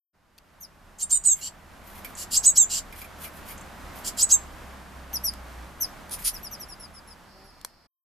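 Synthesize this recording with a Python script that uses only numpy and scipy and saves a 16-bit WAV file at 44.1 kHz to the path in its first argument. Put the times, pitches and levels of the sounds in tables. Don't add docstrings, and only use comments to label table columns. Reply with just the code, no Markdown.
import sys
import numpy as np
from scipy import signal
from scipy.fft import rfft, irfft, next_fast_len
from scipy.io import wavfile
from scipy.ndimage import map_coordinates

SR = 44100
rng = np.random.default_rng(int(sys.argv[2]) if len(sys.argv) > 2 else 0)


def inscribe(sig):
    pcm = np.round(np.clip(np.atleast_2d(sig).T, -1, 1) * 32767)
    wavfile.write(sys.argv[1], SR, pcm.astype(np.int16))


N = 354563


# start_s, rumble_db, hush_db
HUSH_LEVELS = [(1.0, -51.5, -47), (1.6, -54.5, -50), (2.1, -49, -45), (2.7, -52, -47), (4.3, -50.5, -43.5),
               (4.8, -53.5, -46), (6.3, -51.5, -46)]
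# frequency_hz, density_db (per Hz)
AIR_SPECTRUM = [(60, -11.5), (105, -1.5), (150, -3.5), (195, -0.5), (240, -3), (310, -4.5), (440, -9.5),
                (620, -4.5), (1060, -5), (1600, -8), (2700, -16), (4200, -20.5), (9000, -26),
                (14000, -27.5)]
# frequency_hz, density_db (per Hz)
RUMBLE_SPECTRUM = [(15, -8), (25, -4.5), (36, 8), (48, -4), (75, -1.5), (100, -16), (160, -46)]
# time_s, pitch_hz, level_db
ENGINE_COURSE = [(1.5, 81.5, -59.5), (3.2, 74.37, -53.5), (4.2, 68, -50.5), (4.9, 65.5, -47.5),
                 (5.63, 60.12, -42.5), (5.82, 76.43, -61)]
# time_s, level_db
SIZZLE_LEVELS = [(7.1, -86.5), (7.32, -60), (7.86, -67)]
# frequency_hz, level_db
SIZZLE_SPECTRUM = [(3600, -26.5), (4400, -3), (5500, -4.5), (6000, -29)]
# multiple, level_db
HUM_OVERTONES = [(2, -1), (3, -2.5), (4, -4)]
# start_s, end_s, overtones_db
HUM_BUZZY = (7.35, 7.5, -62)
# start_s, level_db
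TICKS = [(.3805, -35), (.385, -33.5), (5.1315, -27), (5.3377, -24), (6.0953, -28.5), (7.6133, -31),
         (7.6483, -12.5)]
# frequency_hz, level_db
TICK_SPECTRUM = [(300, -27.5), (850, 0.5), (1900, -8.5), (3100, -1), (5500, -2), (7500, -5), (10500, -2),
                 (13500, -6.5), (15000, -13)]
# start_s, end_s, start_hz (before the opening hook), level_db
PEEPS = [(0.602, 0.654, 6740, -41.5), (5.131, 5.174, 6320, -26), (5.235, 5.297, 5990, -25.5),
         (5.802, 5.853, 6355, -25.5), (6.329, 6.375, 6120, -39.5), (6.428, 6.48, 6050, -38),
         (6.508, 6.558, 6350, -38.5), (6.594, 6.645, 6100, -41), (6.682, 6.744, 5740, -43.5),
         (6.793, 6.861, 5650, -45.5), (6.934, 6.998, 5490, -50), (7.069, 7.14, 5520, -51),
         (7.437, 7.516, 5750, -60)]
# start_s, level_db
SQUEAKS = [(0.985, -34.5), (1.095, -32.5), (1.238, -28.5), (2.151, -33.5), (3.578, -36), (3.61, -39),
           (4.29, -26.5)]
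# start_s, end_s, level_db, treble_db, buzz_db
RASPS = [(1.411, 1.485, -40, -5, 4), (2.167, 2.241, -38, 0.5, -4.5), (2.697, 2.793, -29, -19.5, -5.5),
         (4.045, 4.096, -31, -2.5, -12)]
# start_s, crest_s, end_s, rasp_db, squeal_db,
# crest_hz (upper voice), start_share (of crest_hz), lower_voice_db
SQUEALS = [(0.991, 1.032, 1.046, -38.5, -24.5, 8780, .83, 0.5),
           (1.1, 1.122, 1.177, -36, -17.5, 8770, 0.83, -1),
           (1.239, 1.263, 1.337, -40.5, -14.5, 8256, 0.99, -7.5),
           (2.312, 2.377, 2.386, -27, -13.5, 7800, .62, -11.5),
           (2.429, 2.464, 2.506, -32.5, -11.5, 8194, 0.75, -6),
           (2.555, 2.583, 2.638, -29.5, -11, 7850, .68, -13),
           (4.173, 4.23, 4.248, -27.5, -14, 8095, .62, -8.5),
           (4.294, 4.324, 4.356, -29.5, -11.5, 7830, 0.72, -7)]
# frequency_hz, level_db
RASP_SPECTRUM = [(1500, -33), (2400, -21), (3100, -6.5), (3800, -10.5), (4800, 0.5), (6200, -7),
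                 (7400, 5.5), (8300, -1.5), (9500, -13), (13500, -12), (15000, -17.5)]
# frequency_hz, level_db
TREBLE_SPECTRUM = [(3000, -41), (7500, -32), (9500, -1), (13500, -5.5), (15000, -29.5)]
# multiple, level_db
BUZZ_PARTIALS = [(2, -9.5), (3, -7.5), (4, -7.5), (5, 1)]
# upper_multiple, lower_multiple, level_db
VOICE_BLENDS = [(-.5, 1, -36.5), (2, -1, -31.5), (-1, 2, -23), (1.5, 0, -32), (0, 2, -27), (1, 1, -15),
                (2, 0, -40.5), (-2, 3, -26.5), (-3, 4, -25.5), (3, -2, -28.5), (4, -3, -30)]
# middle_s, level_db
WING_FLURRIES = [(1.39, -50), (1.881, -53.5), (1.969, -50), (2.09, -56.5), (2.99, -46), (3.24, -41),
                 (3.37, -53), (3.5, -43.5), (3.98, -50), (6.209, -44), (6.36, -49.5)]
# frequency_hz, level_db
FEATHER_SPECTRUM = [(500, -18.5), (2200, 4), (4000, -3.5), (8000, -2.5), (12500, 6), (15000, -0.5)]
# start_s, level_db
CLAWS = [(2.0467, -22.5), (2.9253, -32), (3.0165, -26.5), (3.0443, -31.5), (3.2536, -32.5), (3.5064, -33.5)]
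# frequency_hz, level_db
FRAME_SPECTRUM = [(300, -9.5), (900, -10), (1950, -3), (2280, 17.5), (2700, -4), (7000, -10), (13000, 0),
                  (15000, -9.5)]
# middle_s, half_width_s, level_db
DRAUGHTS = [(2.87, 0.14, -43.5), (6.275, .09, -42.5)]
# start_s, end_s, level_db
WING_STROKES = [(6.108, 6.152, -34), (6.243, 6.292, -24.5)]
# frequency_hz, level_db
STROKE_SPECTRUM = [(710, -57.5), (1200, -28), (1410, -16), (1810, -21.5), (3910, -11.5), (4910, -6.5),
                   (8290, -13.5), (9570, 2), (14000, -11)]
# time_s, gain
OPENING = [(.13, 0), (.15, 1), (7.862, 1), (7.872, 0)]

TOP_HZ = 14350
FADE_IN_S, FADE_OUT_S, SILENT_AT_S = 2.13, 1.96, 8.14
HUM_HZ, HUM_DB, HUM_OVERTONES_DB = 196, -60.5, -19
SECOND_HUM_HZ, SECOND_HUM_DB = 156.6, -63
PEEP_END_HZ, PEEP_BEND = 4694, 1.55
OCTAVE_DB = 1.5
SQUEAK_HZ = 7500
RASP_SWELL_DB = 4.5
LEAD_SWELL_DB, LEAD_TREBLE_DB, LEAD_BUZZ_DB = 7.5, -1, -15.5
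VOICED_SHARE = .65
LOWER_VOICE = .856
SAG_HZ, SAG_S, SAG_BEND = 672, .05, .8
UNDERTONE, UNDERTONE_SAG, UNDERTONE_DB = .52, 1.8, -28
FLURRY_S = 0.072


def amp(db):
    return 10 ** (np.asarray(db) / 20)


def unit(x):
    return x / np.sqrt(np.mean(x ** 2) + 1e-20)


def curves(rows):
    times, *columns = np.transpose(rows)
    return [np.interp(np.arange(N) / SR, times, column) for column in columns]


def wobble(rate, size):
    knots = rng.standard_normal(int(size * rate / SR) + 4)
    return map_coordinates(knots, [np.arange(size) * rate / SR])


def filtered(x, response):
    size = x.shape[-1]
    padded = next_fast_len(size + 8192)
    spectrum = rfft(x, padded) * response(np.fft.rfftfreq(padded, 1 / SR))
    return irfft(spectrum, padded)[..., :size]


def noise(colour, size):
    points_hz, points_db = np.transpose(colour)

    def response(hz):
        return amp(np.interp(np.log(hz + 1), np.log(points_hz), points_db))

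    return unit(filtered(rng.standard_normal(size), response))


def wide(colour, side_db):
    shared = noise(colour, N)
    opposed = noise(colour, N) * np.array([[1], [-1]])
    return unit(shared + amp(side_db) * opposed)


def gate(t, start, end, rise, fall):
    opening = 1 + np.tanh((t - start) / rise)
    closing = 1 - np.tanh((t - end) / fall)
    return opening * closing / 4


def phase(hz):
    return 2 * np.pi * np.cumsum(hz) / SR


def add(track, s, sound):
    part = track[max(round(s * SR), 0):][:len(sound)]
    part += sound[:len(part)]


def around(start, end):
    return np.arange(start - .04, end + .04, 1 / SR)


def yard(x, early_db=-6, early_t60=0.077, late_db=-21, late_t60=0.13):
    t = np.arange(SR // 2) / SR
    answer = np.zeros((2, len(t)))
    for db, t60, delay_s in [(early_db, early_t60, .0005), (late_db, late_t60, .008)]:
        tail = rng.standard_normal((2, len(t))) * amp(-60 * t / t60) * (t > delay_s)
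        answer += amp(db) * tail / np.linalg.norm(tail, axis=1, keepdims=True)
    return x + signal.fftconvolve(x[None], answer, axes=1)[:, :N]


def fade():
    t = np.arange(N) / SR
    return np.clip(np.minimum(t / FADE_IN_S, (SILENT_AT_S - t) / FADE_OUT_S), 0, 1)


def outdoors():
    rumble_db, hush_db = curves(HUSH_LEVELS)
    hush = amp(hush_db + 0.76 * wobble(12, N)) * wide(AIR_SPECTRUM, side_db=-7.5)
    rumble = amp(rumble_db + 1.2 * wobble(5, N)) * wide(RUMBLE_SPECTRUM, side_db=-11)
    engine_hz, engine_db = curves(ENGINE_COURSE)
    engine = amp(engine_db + wobble(14.0, N)) * unit(np.sin(phase(engine_hz)))
    sizzle = amp(curves(SIZZLE_LEVELS)[0]) * wide(SIZZLE_SPECTRUM, side_db=-1.5)
    return (fade() * (hush + rumble + engine) + sizzle) * amp([[-.5], [.5]])


def hum():
    start, end, buzzy_db = HUM_BUZZY
    turn = phase(HUM_HZ * (1 + .018 * wobble(8, N)))
    overtones = sum(amp(level) * np.sin(k * turn) for k, level in HUM_OVERTONES)
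    steady = amp(HUM_DB) * fade() * (np.sin(turn) + amp(HUM_OVERTONES_DB) * overtones)
    buzzy = amp(buzzy_db) * gate(np.arange(N) / SR, start, end, .015, .015) * overtones
    second_turn = phase(SECOND_HUM_HZ * (1 + .018 * wobble(8, N)))
    second = amp(SECOND_HUM_DB + 2.0 * wobble(5.5, N)) * fade() * np.sin(second_turn)
    return amp(2.2 * wobble(7, N)) * (steady + buzzy) + second


def taps(rows, colour, t60, gain_db):
    out, t = np.zeros(N), np.arange(SR // 10) / SR
    for s, db in rows:
        add(out, s, amp(db + gain_db - 60 * t / t60) * noise(colour, len(t)))
    return out


def peeps(jitter=0.014, side_tone_db=-21, hook=0.065, closing_db=14.0, grow_db=9):
    out = np.zeros(N)
    for start, end, start_hz, db in PEEPS:
        t = around(start, end)
        progress = np.clip((t - start) / (end - start), 0, 1.15)
        slide = start_hz + (PEEP_END_HZ - start_hz) * progress ** PEEP_BEND
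        pitch = slide * (1 - hook * np.exp(-progress / 0.091))
        turn = phase(pitch * (1 + jitter * wobble(1200, len(t))))
        whistle = amp(grow_db * (progress - 1)) * np.sin(turn)
        octave = np.sin(2 * turn) + amp(side_tone_db) * np.sin(1.35 * turn)
        bright = amp(OCTAVE_DB - closing_db * progress) * octave
        tone = (whistle + bright) * amp(1.9 * wobble(250, len(t)))
        add(out, t[0], amp(db) * tone * gate(t, start + 0.0056, end - .004, 0.0044, 0.0047))
    return out


def squeaks(t60=0.024):
    out, t = np.zeros(N), np.arange(SR // 10) / SR
    colour = [(SQUEAK_HZ * 0.68, -35), (SQUEAK_HZ * 0.81, -8), (SQUEAK_HZ, 0), (SQUEAK_HZ * 1.5, -25)]
    for s, db in SQUEAKS:
        attack = 1 - np.exp(-t / 0.0012)
        add(out, s, amp(db - 60 * t / t60) * attack * noise(colour, len(t)))
    return out


def rasps(buzz_hz=1470, arch_db=4, rise=.07):
    out = np.zeros(N)
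    plain = [(*row, RASP_SWELL_DB) for row in RASPS]
    leads = [(start, crest, db, LEAD_TREBLE_DB, LEAD_BUZZ_DB, LEAD_SWELL_DB)
             for start, crest, _, db, *_ in SQUEALS]
    for start, end, db, treble_db, buzz_db, swell_db in plain + leads:
        t = around(start, end)
        pressure = np.clip((t - start) / (end - start), 0, 1) - .5
        ragged = 0.035 * wobble(1500, len(t)) + .025 * wobble(90, len(t))
        turn = phase(buzz_hz * (1 + rise * pressure + ragged))
        buzz = unit(sum(amp(level + 2.8 * wobble(500, len(t))) * np.sin(k * turn)
                        for k, level in BUZZ_PARTIALS))
        hiss = noise(RASP_SPECTRUM, len(t)) + amp(treble_db - 6) * noise(TREBLE_SPECTRUM, len(t))
        grain = unit(amp(2.4 * wobble(1100, len(t))))
        swell = amp(db + swell_db * pressure - arch_db * (2 * pressure) ** 2)
        level = swell * gate(t, start, end, .006, .007)
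        add(out, t[0], (hiss + amp(buzz_db) * buzz) * grain * level)
    return out


def squeals(sweep=0.011, lower_fall=0.88, jitter=0.0045, stray=.0015, chaos=.07, lead_db=-13, fade_db=4):
    out = np.zeros(N)
    for start, crest, end, _, db, top_hz, start_share, low_db in SQUEALS:
        onset = crest - VOICED_SHARE * (crest - start)
        t = around(onset, end)
        locked = np.exp(-(np.minimum(t - crest, 0) / sweep) ** 2)
        spent = np.clip((t - crest) / max(end - crest, .01), 0, 1.2)
        sag = SAG_HZ / top_hz * (np.maximum(t - crest, 0) / SAG_S) ** SAG_BEND
        climb = start_share + (1 - start_share) * locked
        pitch = top_hz * climb * (1 + jitter * wobble(1100, len(t)))
        rough = stray + chaos * (1 - locked) ** 2
        voices = [(1, 1), (LOWER_VOICE, lower_fall), (UNDERTONE, UNDERTONE_SAG)]
        upper, lower, under = [phase(share * pitch * (1 - fall * sag) * (1 + rough * wobble(1300, len(t))))
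                               for share, fall in voices]
        tone = np.sin(upper) + amp(UNDERTONE_DB) * np.sin(under)
        tone += amp(low_db - 3.2 * (spent - .5)) * np.sin(lower)
        for a, b, blend_db in VOICE_BLENDS:
            flicker = amp(3 * wobble(90, len(t)))
            blend = np.sin(a * upper + b * lower + 0.2 * wobble(700, len(t)))
            tone += amp(blend_db + abs(b) * low_db) * flicker * blend
        level = amp(db - 0.1 + lead_db * (1 - locked) - fade_db * spent + 1.2 * wobble(200, len(t)))
        add(out, t[0], tone * level * gate(t, onset, end, 0.0096, .004))
    return out


def wings():
    t = np.arange(N) / SR
    flurry = sum(amp(db) * np.exp(-(2 * (t - s) / FLURRY_S) ** 2) for s, db in WING_FLURRIES)
    beat_turn = phase(33 + 3 * wobble(4.3, N))
    beats = amp(2.7 * np.sin(beat_turn) + 2.6 * wobble(540, N))
    return flurry * unit(beats) * noise(FEATHER_SPECTRUM, N)


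def draughts(beat_hz=35):
    t = np.arange(N) / SR
    push = sum(amp(db) * np.exp(-((t - s) / half_width) ** 2) for s, half_width, db in DRAUGHTS)
    return push * np.sin(phase(beat_hz + 2 * wobble(13, N)))


def strokes(swell_db=6, arch_db=4):
    out = np.zeros(N)
    for start, end, db in WING_STROKES:
        t = around(start, end)
        progress = np.clip((t - start) / (end - start), 0, 1) - .5
        swell = amp(db + swell_db * progress - arch_db * (2 * progress) ** 2)
        level = swell * gate(t, start, end, .006, .007)
        grain = unit(amp(2.6 * wobble(1100, len(t))))
        add(out, t[0], level * grain * noise(STROKE_SPECTRUM, len(t)))
    return out


def scene():
    background = outdoors() + hum()
    tick_taps = taps(TICKS, TICK_SPECTRUM, t60=0.0074, gain_db=-9)
    ticks = yard(tick_taps, early_db=-3.0, early_t60=.014, late_db=-17.5)
    peeping = yard(peeps(), early_db=3.0, early_t60=0.049, late_db=-15.5, late_t60=0.27)
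    harsh = yard(rasps() + squeaks(), early_db=-1.0, late_db=-14.0) * amp([[-1.2], [-.4]])
    begging = yard(squeals(), early_db=-3, late_db=-17.0, late_t60=0.22) * amp([[-1.6], [1]])
    claws = taps(CLAWS, FRAME_SPECTRUM, t60=0.048, gain_db=-9)
    parent = yard(wings() + strokes() + claws, early_db=1.0, late_db=-13.5) + draughts()
    return background + ticks + peeping + harsh + begging + parent


def record(dry):
    return filtered(dry * curves(OPENING)[0], lambda hz: hz < TOP_HZ)


dry = scene()
out = record(dry)
inscribe(out)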